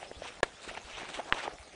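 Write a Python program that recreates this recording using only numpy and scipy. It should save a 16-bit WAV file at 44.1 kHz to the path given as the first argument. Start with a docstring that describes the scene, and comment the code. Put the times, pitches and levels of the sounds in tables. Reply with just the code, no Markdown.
"""Wading through tall dry grass

An open field in a light wind, heard from the microphone of a hand-held camera. Close by, blades swish
and crackle with each stride; stalks knock softly near the microphone and twice snap hard against it.
Under this lie the even hiss of the field, a few low puffs of wind and distant birds."""
import sys
import numpy as np
from scipy import signal
from scipy.fft import rfft, irfft
from scipy.io import wavfile
from scipy.ndimage import uniform_filter1d

SR = 44100
rng = np.random.default_rng(int(sys.argv[2]) if len(sys.argv) > 2 else 0)


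def persist_wave(psi):
    """Save psi, clipped to +-1, as 16-bit WAV."""
    counts = np.round(np.clip(psi, -1, 1) * 32767).astype(np.int16)
    wavfile.write(sys.argv[1], SR, np.atleast_2d(counts).T)


N = 77175
T = np.arange(N) / SR

# blades brushing past, one list per stride: t/s, body level/dB, swish level/dB, treble level/dB
STRIDE_LEVELS = [
    [(0.0, -60.5, -58, -62), (0.04, -54.5, -54, -60), (0.08, -66.5, -64.5, -65), (0.19, -69, -64.5, -69)],
    [(0.19, -68, -63, -70), (0.235, -54.5, -46.5, -65), (0.253, -45.5, -48, -63), (0.285, -56, -48, -53),
     (0.31, -64, -55.5, -66.5), (0.40, -61, -63, -71), (0.46, -55, -56, -61), (0.52, -63.5, -65.5, -67),
     (0.60, -67, -61.5, -73)],
    [(0.60, -68, -66, -69), (0.64, -51.5, -52, -48.5), (0.665, -64, -53.5, -59), (0.695, -50, -46, -50),
     (0.728, -57.5, -54.5, -72), (0.748, -49.5, -49.5, -51.5), (0.762, -58, -54.5, -88),
     (0.776, -38, -41.5, -60), (0.79, -58.5, -54.5, -72), (0.83, -58, -58, -75)],
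    [(0.83, -57, -59, -62), (0.90, -55.5, -50, -61), (0.96, -50, -47, -64), (0.995, -44.5, -44.5, -50.5),
     (1.035, -48, -49.5, -66), (1.08, -55.5, -53.5, -66), (1.092, -49.5, -46, -52),
     (1.134, -49, -51.5, -58.5), (1.144, -50, -43, -46), (1.175, -42.5, -51.5, -53),
     (1.198, -40.5, -51.5, -65), (1.222, -55.5, -56.5, -82.5), (1.30, -50.5, -55, -53.5)],
    [(1.30, -54, -85, -74), (1.342, -42.5, -47, -53), (1.365, -45, -47.5, -58), (1.39, -46, -40, -52.5),
     (1.42, -44, -48, -58), (1.445, -42.5, -41, -48.5), (1.47, -44, -54.5, -77), (1.51, -61.5, -59, -80),
     (1.56, -54, -65, -79)],
]
# spectra of the blades' dull body, swish and dry treble: f/Hz, level/dB
BODY_SPECTRUM = [(60, -25), (150, -12), (260, -7), (400, -2), (700, 0.5), (950, 0), (1300, -7.5),
                 (2000, -17), (4000, -43)]
SWISH_SPECTRUM = [(300, -25), (800, -25), (1400, -1.5), (2000, -2), (2700, 1.5), (3300, -1), (4000, -7),
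                  (5000, -13), (6000, -10.5), (8000, -32.5)]
TREBLE_SPECTRUM = [(2500, -21), (3800, 10.5), (5000, -2), (6200, -2), (8000, 4), (10000, -9)]
# stalks near the microphone: t/s, level/dB, f/Hz, swell/s, click relative to the knock/dB
STALK_KNOCKS = [(0.0288, -33, 740, 0.0012, -2.5), (0.1144, -30, 520, 0.00081, -7),
                (0.2202, -28.5, 607.5, 0.0011, -20), (0.4037, -35.5, 770, .0005, -6),
                (0.6766, -36.5, 393, .0015, -10), (0.6941, -37, 1920, 0.0013, -15),
                (0.7121, -34.5, 640, 0.0012, -5), (0.7512, -36, 2320, 0.0008, -6),
                (0.7725, -37.5, 877, 0.0016, -6), (0.7786, -39, 670, .0009, 4.5),
                (1.0195, -34, 820, 0.00091, -7), (1.0315, -35.5, 345, 0.00096, 3),
                (1.0895, -36.5, 2290, .0006, -6), (1.1431, -33, 2720, 0.00044, 0.5),
                (1.1865, -39, 627, 0.0012, -13), (1.1912, -31, 571, 0.0016, -18),
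                (1.1952, -27.5, 860, 0.00075, -22), (1.1993, -27.5, 738, .0017, -18),
                (1.3320, -24.5, 1120, 0.00058, -1), (1.3767, -31, 830, 0.00054, -7),
                (1.4375, -31, 820, 0.0012, -15), (1.4566, -38, 630, 0.0011, -7),
                (1.4778, -21.5, 840, 0.00082, -6.5), (1.48, -31, 440, 0.0015, -16),
                (1.5852, -41.5, 2200, 0.00041, -2)]
# stalks hitting the camera: t/s, thud/dB, ring lag/s, ring/dB, crack/dB, rattle/dB, air/dB, low-pass/Hz
STALK_SNAPS = [(0.4304, -13.5, 0.00079, -12.5, -25, -20, -32.5, 10400),
               (1.3246, -27.5, .0001, -5.5, -27, -30, -30.5, 4330)]
# modes of the camera's shell: f/Hz, level/dB, swell/s
SHELL_MODES = [(1350, -10, 0.00042), (1794, -2.5, 0.00032), (2640, -5, 0.00027)]
# rattle after a snap: f/Hz, level/dB
RATTLE_SPECTRUM = [(100, -30), (330, -0.5), (900, 0.5), (1800, 2), (2400, -2), (3300, -13.5), (4100, -7.5),
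                   (4900, -16), (10000, -20.5)]
# hiss of the grass all around: f/Hz, level/dB
FIELD_SPECTRUM = [(18, -42.5), (30, -0.5), (65, -3.5), (189, -8), (412, -5), (622, -2.5), (773, -2.5),
                  (1090, -13), (1200, -6), (1600, -11.5), (2250, -11), (3400, -11), (3830, -14),
                  (5250, -14.5), (9870, -21), (12800, -70), (21700, -120)]
# wind on the microphone: t/s, level/dB, f/Hz, swell/s
WIND_PUFFS = [(0.165, -43.5, 60.3, 0.0052), (0.686, -53, 40, 0.0092), (0.844, -47, 51, 0.008),
              (0.931, -52, 37.8, 0.01), (1.15, -53, 41.6, .01), (1.597, -46, 63.5, 0.0073)]
# distant birds: t/s, length/s, first f/Hz, last f/Hz, level/dB
BIRD_CHIRPS = [(0.068, 0.042, 5300, 5130, -55), (0.139, 0.032, 3260, 3610, -53),
               (0.538, 0.048, 3240, 3670, -58)]


def amp(db):
    """Decibels to gain."""
    return 10 ** (np.asarray(db) / 20)


def unit(x):
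    """Scales to rms 1."""
    return x / np.sqrt(np.mean(x ** 2) + 1e-20)


def colour(x, spectrum):
    """Shapes a sound by a spectrum read on a log-frequency axis, at rms 1."""
    hz, db = np.transpose(spectrum)
    bin_hz = np.fft.rfftfreq(len(x), 1 / SR)
    gain = amp(np.interp(np.log(bin_hz + 1), np.log(hz + 1), db))
    return unit(irfft(rfft(x) * gain, len(x)))


def add(mix, start_s, sound):
    """Mixes a sound in at its start time."""
    part = mix[max(round(start_s * SR), 0):][:len(sound)]
    part += sound[:len(part)]


def ring(hz, swell_s):
    """A heavily damped mode: its envelope swells to 1 and dies within a few cycles."""
    return T / swell_s * np.exp(1 - T / swell_s) * np.sin(2 * np.pi * hz * T)


def patchy(x, depth_db, bins, frames):
    """Lets patches of the spectrum swell and fade at random."""
    spectra = signal.stft(x, nperseg=256)[2]
    patches = uniform_filter1d(rng.standard_normal(spectra.shape), bins, axis=0)
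    patches = uniform_filter1d(patches, frames, axis=1)
    return signal.istft(spectra * amp(depth_db * unit(patches)))[1][:N]


def crackle(per_s, spread_db, click_share):
    """Tiny clicks of uneven size over the smooth hiss of sliding blades."""
    sizes = amp(spread_db * np.minimum(rng.exponential(1, N), 4))
    clicks = sizes * rng.choice([-1, 1], N) * (rng.random(N) < per_s / SR)
    return np.sqrt(click_share) * unit(clicks) + np.sqrt(1 - click_share) * rng.standard_normal(N)


def strides():
    """Close by, blades brush past in swells: a dull body, a crackling swish and a dry fizz on top."""
    envelopes = np.zeros((3, N))
    for stride in STRIDE_LEVELS:
        times, *band_levels = np.transpose(stride)
        during = (T >= times[0]) & (T < times[-1])
        envelopes += during * amp([np.interp(T, times, db) for db in band_levels])
    body, swish, treble = envelopes
    grains = crackle(per_s=2300, spread_db=3.5, click_share=0.65)
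    grains = patchy(grains, depth_db=2.5, bins=5, frames=7)
    fizz = crackle(per_s=2300, spread_db=7, click_share=0.41)
    return (body * colour(grains, BODY_SPECTRUM)
            + swish * colour(grains, SWISH_SPECTRUM)
            + treble * colour(fizz, TREBLE_SPECTRUM))


def knocks():
    """Near the microphone, each stalk gives a dull knock with a short click at its start."""
    out = np.zeros(N)
    click = ring(hz=1730, swell_s=0.00038)
    for start_s, db, hz, swell_s, click_db in STALK_KNOCKS:
        add(out, start_s, amp(db) * (ring(hz, swell_s) + amp(click_db) * click))
    return out


def snaps():
    """A stiff stalk whips the camera: thud, ring of the shell, crack, short rattle and a push of air."""
    crack_fade_s, rattle_fade_s, air_fade_s = 0.00073, 0.0053, 0.0074
    out = np.zeros(N)
    shell = sum(amp(db) * ring(hz, swell_s) for hz, db, swell_s in SHELL_MODES)
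    for start_s, thud_db, lag_s, ring_db, crack_db, rattle_db, air_db, cutoff_hz in STALK_SNAPS:
        crack = colour(rng.standard_normal(N), TREBLE_SPECTRUM) * np.exp(-T / crack_fade_s)
        rattle = colour(rng.standard_normal(N), RATTLE_SPECTRUM) * np.exp(-T / rattle_fade_s)
        air = amp(air_db) * np.exp(-T / air_fade_s)
        thud = amp(thud_db) * ring(hz=532, swell_s=0.00082)
        snap = air - thud
        add(snap, lag_s, amp(crack_db) * crack + amp(rattle_db) * rattle - amp(ring_db) * shell)
        lowpass = signal.butter(3, cutoff_hz, fs=SR, output="sos")
        add(out, start_s, signal.sosfilt(lowpass, snap))
    return out


def field_hiss():
    """Steady hiss of wind in the grass all around."""
    rustle = crackle(per_s=1500, spread_db=4.5, click_share=0.27)
    rustle = patchy(rustle, depth_db=3.5, bins=5, frames=14)
    return amp(-53) * colour(rustle, FIELD_SPECTRUM)


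def wind_puffs():
    """Small eddies push right on the microphone."""
    out = np.zeros(N)
    for start_s, db, hz, swell_s in WIND_PUFFS:
        add(out, start_s, amp(db) * ring(hz, swell_s))
    return out


def birds():
    """Faint gliding whistles from far across the field."""
    out = np.zeros(N)
    for start_s, length_s, first_hz, last_hz, db in BIRD_CHIRPS:
        progress = np.arange(0, length_s, 1 / SR) / length_s
        cycles = np.cumsum(first_hz + (last_hz - first_hz) * progress) / SR
        add(out, start_s, amp(db) * np.sin(np.pi * progress) * np.sin(2 * np.pi * cycles))
    return out


def scene():
    """All sources at one microphone in the open air, with no echo."""
    return (field_hiss() + strides() + knocks() + snaps() + wind_puffs() + birds())[None]


def record(dry):
    """The level dips briefly just before the first snap; the highest treble is cut off throughout."""
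    dip_from_s, dip_to_s, dip_db = 0.4085, 0.4275, -38.0
    in_dip = (T > dip_from_s) & (T < dip_to_s)
    gain = amp(uniform_filter1d(dip_db * in_dip, size=130))  # 3 ms ramps
    lowpass = signal.firwin(601, cutoff=10130, window=("kaiser", 7), fs=SR)
    return signal.oaconvolve(dry * gain, lowpass[None], "same")


dry = scene()
out = record(dry)
persist_wave(out)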